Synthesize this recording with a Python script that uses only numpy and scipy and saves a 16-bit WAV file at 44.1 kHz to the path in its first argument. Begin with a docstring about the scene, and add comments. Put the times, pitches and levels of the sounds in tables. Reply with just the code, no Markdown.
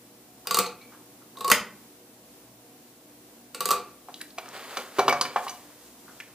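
"""Far-off machines hum in a workshop throughout. At 0.5 s a steel foot switch is released: its hinge
spring slips in small, clicking steps. It is pressed, and at 1.5 s the pedal bangs on its stop; at 3.5 s
it is released again. From 4 s a clamp lamp is unplugged and its cord dragged over a plywood bench.
Around 5 s the lamp is put down and bounces, and the cord rubs on softly to the end."""
import sys
import numpy as np
from scipy import signal
from scipy.fft import rfft, irfft, next_fast_len
from scipy.io import wavfile
from scipy.ndimage import map_coordinates

SR = 44100
rng = np.random.default_rng(int(sys.argv[2]) if len(sys.argv) > 2 else 0)


def file_out(sig):
    """Save sig as 16-bit WAV at sys.argv[1]."""
    # one column per channel
    cols = np.atleast_2d(sig).T
    # limit, then scale
    lim = np.clip(cols, -1, 1)
    pcm = np.round(lim * 32767).astype(np.int16)
    wavfile.write(sys.argv[1], SR, pcm)


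N = 279594
SCENE_T = np.arange(N) / SR
HIT_T = np.arange(16000) / SR  # seconds since the start of one hit


def amp(db):
    """Turns decibels into a number to multiply by."""
    return 10 ** (np.asarray(db) / 20)


def unit(x):
    """Scales a sound to an average strength (rms) of 1."""
    return x / np.sqrt(np.mean(x ** 2) + 1e-20)


def along(points, hz):
    """Reads a curve of (f/Hz, value) points at hz, with octaves evenly spaced."""
    freqs, values = np.transpose(points)
    return np.interp(np.log(hz + 1), np.log(freqs + 1), values)


def wobble(rate):
    """A smooth curve through `rate` random values a second."""
    return map_coordinates(rng.standard_normal(int(N * rate / SR) + 4), [SCENE_T * rate])


def filtered(x, response):
    """Multiplies each frequency in x by response(hz)."""
    size = next_fast_len(x.shape[-1] + 4096)
    hz = np.fft.rfftfreq(size, 1 / SR)
    return irfft(rfft(x, size) * response(hz), size)[..., :x.shape[-1]]


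def stereo(pair, spectrum, likeness):
    """Shapes two noises and blends them into left and right: likeness 1 is the same, 0 unrelated."""
    def blend(hz):
        angle = np.arccos(np.clip(along(likeness, hz), -1, 1)) / 2
        return amp(along(spectrum, hz)) * [np.cos(angle), np.sin(angle)]
    mid, side = filtered(pair, blend)
    return np.array([mid + side, mid - side])


def ring(tones, rise_s, rough, ring_share=1):
    """A struck body rings at its own tones, each falling 60 dB in its ring time x ring_share; peak 1."""
    hz, db, ring_s = np.transpose(tones)[..., None]
    level = amp(db + 2.5 * rng.standard_normal(hz.shape))  # no two blows are alike
    t = HIT_T[:int(ring_s.max() * ring_share * SR)]
    # small random steps in phase make the tones less pure
    steps = rng.standard_normal((len(hz), len(HIT_T) // 16)) * np.sqrt(rough * hz * 16 / SR)
    wander = np.repeat(np.cumsum(steps, axis=1), 16, axis=1)[:, :len(t)]
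    phase = 2 * np.pi * (hz * t + rng.random(hz.shape)) + wander
    fade = amp(-60 * t / (ring_s * ring_share))
    sound = np.sum(level * fade * np.sin(phase), axis=0) * (1 - np.exp(-t / rise_s))
    return np.pad(sound, (0, len(HIT_T) - len(t))) / np.abs(sound).max()


def burst(spectrum, fade_s, rise_s=0.0013):
    """A puff of noise, shaped by (f/Hz, level/dB) points, that falls 60 dB in fade_s; peak 1."""
    noise = filtered(rng.standard_normal(len(HIT_T)), lambda hz: amp(along(spectrum, hz)))
    puff = noise * amp(-60 * HIT_T / fade_s) * (1 - np.exp(-HIT_T / rise_s))
    return puff / np.abs(puff).max()


# The tone colour of the room's air noise: f/Hz, relative level/dB
AIR_COLOUR = [(25, -18.5), (60, -6), (90, -12.5), (120, -7.5), (160, -7.5), (260, -0.5), (330, -7.5),
              (370, -0.5), (410, -11.5), (480, -5), (580, -12), (740, -12.5), (900, -12.5), (1300, -17.5),
              (3000, -19), (8000, -18.5), (15500, -16)]
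# How alike that noise is on the left and right: f/Hz, likeness
AIR_LIKENESS = [(60, 0.72), (130, 0.96), (290, 0.98), (640, 0.81), (1410, 0.42), (3100, 0.076),
                (6820, -0.073), (15000, -0.39)]
# The tones of far-off motors: f/Hz, level/dB
MOTOR_TONES = [(60, -65), (120.5, -66), (240, -65), (300, -61.5), (372, -77), (480, -68), (625, -70),
               (660, -71), (732, -69), (802, -84), (1090, -77.5)]

def workshop():
    """Air rushes softly and distant motors hum; the higher tones waver more in pitch."""
    air_level = amp(-51.5 + 0.66 * wobble(9))
    air = air_level * unit(stereo(rng.standard_normal((2, N)), AIR_COLOUR, AIR_LIKENESS))
    hum = np.zeros(N)
    for hz, db in MOTOR_TONES:
        level = amp(db + 3.1 * wobble(7.5))
        hum += level * np.sin(2 * np.pi * hz * SCENE_T + 0.0048 * hz * wobble(11))
    return air + hum


# How long the room's echo takes to fall 60 dB: f/Hz, fade time/s
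ECHO_FADE = [(150, 0.6), (500, 0.44), (1500, 0.38), (4000, .3), (8000, 0.25), (15000, 0.18)]
# How alike the echo is on the left and right: f/Hz, likeness
ECHO_LIKENESS = [(60, 0.99), (300, 1), (1000, 0.96), (3000, 0.98), (4500, 0.59), (8000, 0.1), (15000, .2)]

def add_hit(out, start_s, hit, echo_db, pan_db):
    """Adds a hit and its echo from the walls to out; a pan below 0 leans to the right."""
    length = len(HIT_T)
    hz, t, bands = signal.stft(rng.standard_normal((2, length)), SR, nperseg=256)
    fade = amp(-60 * t / along(ECHO_FADE, hz)[:, None])
    tail = signal.istft(bands * fade, SR, nperseg=256)[1][:, :length]
    tail = stereo(tail, [(1, 0)], ECHO_LIKENESS) * np.clip(HIT_T / 0.003, 0, 1)
    echo = signal.fftconvolve(hit[None], unit(tail) / np.sqrt(length), axes=1)[:, :length]
    direct = hit * amp([[pan_db / 2], [-pan_db / 2]])
    heard = direct + amp(echo_db) * echo
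    start = round(start_s * SR)
    out[:, start:start + length] += heard[:, :N - start]


# How loudly the cord and its sleeve slide: t/s, rub level/dB, hiss level/dB
CORD_DRAG = [(4.0, -109, -71), (4.2, -71, -57), (4.36, -75, -64), (4.41, -55.5, -59), (4.58, -41.5, -49.5),
             (4.69, -45.5, -50.5), (4.771, -39, -44.5), (4.91, -51.5, -53.5), (4.99, -43, -47),
             (5.3, -47.5, -55.5), (5.45, -48, -45), (5.701, -60.5, -59.5), (5.87, -60.5, -52.5),
             (5.98, -69, -60), (6.18, -59, -54.5), (6.34, -59.5, -60)]
# The tone colours of the rub and the hiss: f/Hz, relative level/dB
RUB_COLOUR = [(180, -49), (300, -19.5), (330, -41.5), (371, -1.5), (700, -2.5), (769, -3), (929, -1),
              (5000, -12), (6500, -47.5), (11000, -120)]
HISS_COLOUR = [(1500, -44), (3000, -3.5), (7000, 2.5), (12000, -2), (16000, -1)]

def cord():
    """Rubber and cloth slide over plywood: a grainy rub in the board, with a finer hiss."""
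    grain = amp(1.2 * wobble(40) + 1.3 * wobble(360))
    rub = unit(grain * stereo(rng.standard_normal((2, N)), RUB_COLOUR, ECHO_LIKENESS))
    hiss = unit(grain * stereo(rng.standard_normal((2, N)), HISS_COLOUR, ECHO_LIKENESS))
    times, rub_db, hiss_db = np.transpose(CORD_DRAG)
    return amp(np.interp(SCENE_T, times, rub_db)) * rub + amp(np.interp(SCENE_T, times, hiss_db)) * hiss


# Ticks and scuffs of plug, cord and tools: t/s, level/dB, f/Hz, fade time/s
SMALL_TICKS = [(.452, -40, 1070, 0.12), (0.919, -43.5, 1110, 0.21), (1.212, -48, 1230, 0.14),
               (1.355, -43.5, 1094, 0.077), (4.1425, -23.5, 3770, 0.012), (4.205, -38, 1600, 0.026),
               (4.212, -29.5, 3920, .023), (4.214, -30.5, 1840, 0.021), (4.215, -22, 10200, .012),
               (4.244, -53, 1700, 0.07), (4.305, -42, 3820, .02), (4.458, -36, 1400, 0.029),
               (4.482, -35, 1050, 0.017), (4.489, -30, 7000, 0.0059), (4.964, -37, 1530, 0.1),
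               (6.079, -41.5, 1300, 0.14), (6.201, -28, 2090, 0.039)]

def ticks():
    """Small parts touch: a puff of noise around one pitch; the longer it lasts, the softer it starts."""
    out = np.zeros((2, N))
    for start_s, db, hz, fade_s in SMALL_TICKS:
        colour = [(hz / 2, -28), (hz / 1.1, -3), (hz * 1.1, -3), (hz * 1.8, -20), (hz * 5, -32)]
        tick = burst(colour, fade_s, rise_s=0.017 * fade_s)
        add_hit(out, start_s, amp(db) * tick, echo_db=-8, pan_db=-0.3)
    return out


def favoured(tones, hz, fall_db):
    """The spot that is struck brings out the tones near hz: fall_db less for each octave away."""
    return [(f, db - fall_db * abs(np.log2(f / hz)), ring_s) for f, db, ring_s in tones]


# Lamp and cord meet the bench:
# t/s, housing level/dB, board level/dB, rim level/dB, favoured housing f/Hz, favoured rim f/Hz
BENCH_KNOCKS = [(4.085, -31.5, -44, -65, 850, 2340), (4.379, -38, -47, -36.5, 1020, 2300),
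                (4.3833, -26, -43, -27, 1060, 2780), (4.7705, -20, -32.5, -21.5, 1290, 2900),
                (4.985, -17.5, -12.5, -22.5, 990, 2290), (4.992, -10.5, -21, -21, 865, 4000),
                (5.0803, -7, -20.5, -17.5, 1050, 3320), (5.093, -34, -28, -14.5, 1300, 2190),
                (5.1254, -10, -25.5, -25, 950, 4540), (5.2111, -17, -42, -14, 1170, 4580),
                (5.251, -25.5, -37.5, -28, 1750, 2250), (5.3599, -11, -31.5, -30, 940, 2320),
                (5.467, -23.5, -61, -46, 1150, 2300), (5.48, -44, -54, -29.5, 1160, 2920),
                (5.494, -37, -60, -31, 1160, 6030)]
# The tones of the lamp's housing, its thin reflector rim and the plywood board:
# f/Hz, relative level/dB, ring time before muffling/s
HOUSING_TONES = [(719.4, -6, 0.21), (790, -3.5, 0.056), (1079, 6.5, 0.025), (1136, -0.5, 0.045),
                 (1385, 1, 0.029), (1775, -9.5, 0.07)]
RIM_TONES = [(2300, -5, .25), (2920, -5, .08), (4060, -4, .07), (4780, 0, .07), (6000, -2, .12),
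             (6490, -6, .08), (8300, -10, .05), (10300, -10, .04)]
BOARD_TONES = [(144.2, -11, 0.87), (244, 5, 0.22), (399, 15.5, 0.11), (508.5, 9, 0.33), (579, 6.5, 0.37)]
LET_GO_S = 4.9  # until then the hand muffles the lamp more

def lamp():
    """Each contact knocks the housing, rings the reflector's rim and thumps the plywood."""
    out = np.zeros((2, N))
    for start_s, housing_db, board_db, rim_db, housing_hz, rim_hz in BENCH_KNOCKS:
        share = 0.33 if start_s < LET_GO_S else 0.82
        housing_tones = favoured(HOUSING_TONES, housing_hz, fall_db=13)
        housing = 1.025 * ring(housing_tones, rise_s=0.0011, rough=0.067, ring_share=share)
        housing += 0.4 * burst([(300, -20), (housing_hz, 0), (3000, -20), (9000, -40)], fade_s=0.095)
        rim_tones = favoured(RIM_TONES, rim_hz, fall_db=14)
        rim_colour = [(rim_hz / 4, -20), (rim_hz, 0), (rim_hz * 3.2, -14), (12000, -11), (16000, -9)]
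        rim = 0.8 * ring(rim_tones, rise_s=0.0006, rough=0.06, ring_share=share)
        rim += 1.46 * burst(rim_colour, fade_s=0.032)
        board = ring(BOARD_TONES, rise_s=0.0012, rough=0.071, ring_share=0.73)
        knock = amp(housing_db) * housing + amp(board_db) * board + amp(rim_db) * rim
        add_hit(out, start_s, knock, echo_db=-8, pan_db=-0.3)
    return out


# The tones of the foot switch's hinge pin, lowest first: f/Hz, ring time/s
PIN_TONES = [(2295, 0.36), (2526, 0.1), (3830, 0.023), (4190, 0.055), (6280, 0.061)]
# When the pin rings: t/s, level/dB, which tone ("a" is the lowest)
PIN_PINGS = [(.600, -49, "a"), (.66, -31.5, "d"), (.665, -42, "e"), (.809, -53, "a"), (.814, -49, "d"),
             (1.370, -39, "c"), (1.407, -34.5, "c"), (1.444, -31.5, "c"), (1.479, -39.5, "d"),
             (3.728, -42, "b")]

def hinge_pin():
    """The hinge pin pings, with just one of its tones each time."""
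    out = np.zeros((2, N))
    for start_s, db, letter in PIN_PINGS:
        hz, ring_s = PIN_TONES["abcde".index(letter)]
        ping = ring([(hz, 0, ring_s)], rise_s=0.001, rough=0.26)
        add_hit(out, start_s, amp(db) * ping, echo_db=-6, pan_db=-0.4)
    return out


# Each stroke of the pedal as it starts:
# t/s, spring f/Hz, spring ring time/s, level of the base's jolt for a 0 dB click/dB
PEDAL_STROKES = [(.46, 1135, 0.062, -26), (1.35, 1087, 0.26, -25.5), (3.54, 1138, 0.099, -27)]
# The small slips of the hinge: t/s, click level/dB, spring level/dB
HINGE_SLIPS = [(0.471, -17, -36.5), (0.5096, -11.5, -21), (0.5445, -8, -25), (.5700, -12, -17),
               (0.586, -13.5, -16.5), (0.588, -7.5, -23), (0.6019, -24, -27), (0.663, -31, -46),
               (1.372, -39, -37.5), (1.386, -36.5, -43), (1.408, -26, -30.5), (1.4455, -19, -22),
               (1.479, -16, -22.5), (1.5003, -9.5, -18), (3.5463, -22, -42), (3.6061, -14, -25),
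               (3.6558, -11.5, -27), (3.6886, -16.5, -22.5), (3.7063, -10.5, -13), (3.7123, -11.5, -21),
               (3.7280, -26, -19.5), (3.7350, -31, -39)]
# The tones of the pedal's steel plate and of the cast base: f/Hz, relative level/dB, ring time/s
PLATE_TONES = [(1329, 3.5, 0.067), (2000, -13.5, 0.14), (2453, -13.5, 0.37), (2797, 0.5, 0.039),
               (3813, -2, 0.086), (4290, -3.5, 0.047), (4630, 8.5, 0.034), (5910, -29, .03),
               (6293, 4, 0.02), (7060, 0.5, 0.025), (8210, 2, 0.084), (11160, 1, 0.009),
               (12070, 8.5, 0.0074), (14700, -22, 0.022)]
BASE_TONES = [(192, -16, 0.22), (410, -1.5, 0.055), (488.5, -0.5, 0.15), (709.5, -5.5, 0.11),
              (868.5, -9, 0.17)]
SPRING_CLIMB_HZ_PER_S, JOLT_GROWTH_DB_PER_S = 160, 36.5  # along a stroke: tighter spring, harder jolts
MUFFLE_DB_PER_S = 900  # the next contact stills the spring this fast

def hinge_slips():
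    """Each slip clicks the pedal's plate, plucks the spring and jolts the base."""
    out = np.zeros((2, N))
    contacts = np.sort([row[0] for row in HINGE_SLIPS + STOP_HITS] + [N / SR])
    for start_s, click_db, spring_db in HINGE_SLIPS:
        stroke_s, first_hz, ring_s, jolt_db = [row for row in PEDAL_STROKES if row[0] < start_s][-1]
        elapsed_s = start_s - stroke_s
        click = 0.72 * ring(PLATE_TONES, rise_s=0.00014, rough=0.43)
        click += burst([(1000, -13), (3000, -9), (8000, -6), (15000, -1.5)], fade_s=0.012)
        next_contact_s = contacts[contacts > start_s][0]
        muffle = amp(-MUFFLE_DB_PER_S * np.clip(HIT_T + start_s - next_contact_s, 0, 1))
        spring_hz = first_hz + SPRING_CLIMB_HZ_PER_S * elapsed_s
        spring = muffle * ring([(spring_hz, 0, ring_s)], rise_s=0.0015, rough=0.008)
        base_db = jolt_db + 0.49 * click_db + JOLT_GROWTH_DB_PER_S * elapsed_s
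        base = ring(BASE_TONES, rise_s=0.0025, rough=0.099)
        add_hit(out, start_s, amp(click_db) * click + amp(base_db) * base, echo_db=-4, pan_db=-0.4)
        add_hit(out, start_s, amp(spring_db) * spring, echo_db=-9, pan_db=-0.4)
    return out


# The pedal meets its stop and rebounds: t/s, level/dB
STOP_HITS = [(1.5152, 1.5), (1.5165, -5)]
# The tones of the switch when pressed shut: f/Hz, relative level/dB, ring time/s
SHUT_TONES = [(60.75, -21.5, 0.29), (208, -1.5, 0.079), (595, -10.5, 0.24), (1245, -12, 0.071),
              (1550, -25, 0.11), (1880, -4, .1), (2037, 4.5, .08), (2370, -5.5, 0.11), (2650, -1.5, 0.08),
              (3060, -5.5, 0.13), (4930, -17, .06), (5020, -15.5, 0.28), (6650, -0.5, 0.11),
              (8200, -12, .1), (9270, -4.5, 0.12)]
# The tone colour of the bang's noise: f/Hz, relative level/dB
BANG_COLOUR = [(40, -32.5), (200, -15), (550, -8), (1340, -1), (2060, 1), (3000, -8.5), (5000, -10),
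               (9000, -8), (15500, -7.5)]

def pedal_bang():
    """The pedal hits its stop with a sharp crack, and the whole switch rings."""
    out = np.zeros((2, N))
    for start_s, db in STOP_HITS:
        body = 0.41 * ring(SHUT_TONES, rise_s=0.00015, rough=0.215)
        crack = 0.94 * burst(BANG_COLOUR, fade_s=0.033, rise_s=0.00041)
        add_hit(out, start_s, amp(db) * (body + crack), echo_db=-6, pan_db=-0.6)
    return out


def from_right(sound, lead):
    """A sound from the right reaches that side first, ahead by lead(hz) radians."""
    return filtered(sound, lambda hz: np.exp(np.outer([-0.5j, 0.5j], lead(hz))))


# How far the switch's sound on the right runs ahead of the left: f/Hz, lead/radians
SWITCH_RIGHT_LEAD = [(4000, 0.11), (8000, 0.67), (12000, 1.1), (15000, 1.7)]
BENCH_LAG_S = 0.000043  # bench sounds reach the left this much later

def scene():
    """The switch and the bench are close by on the right, with the workshop's hum behind them."""
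    switch = from_right(hinge_slips() + hinge_pin() + pedal_bang(), lambda hz: along(SWITCH_RIGHT_LEAD, hz))
    bench = from_right(lamp() + ticks() + cord(), lambda hz: 2 * np.pi * hz * BENCH_LAG_S)
    return workshop() + bench + switch


def record(dry):
    """Thins the bass below 120 Hz, rounds off the loudest peaks and cuts the treble above 15400 Hz."""
    thin = signal.sosfilt(signal.butter(2, 120, "high", fs=SR, output="sos"), dry)
    rounded = thin / (1 + np.abs(thin / 0.93) ** 8) ** (1 / 8)
    return filtered(rounded, lambda hz: 1 / (1 + (hz / 15400) ** 400))


dry = scene()
out = record(dry)
file_out(out)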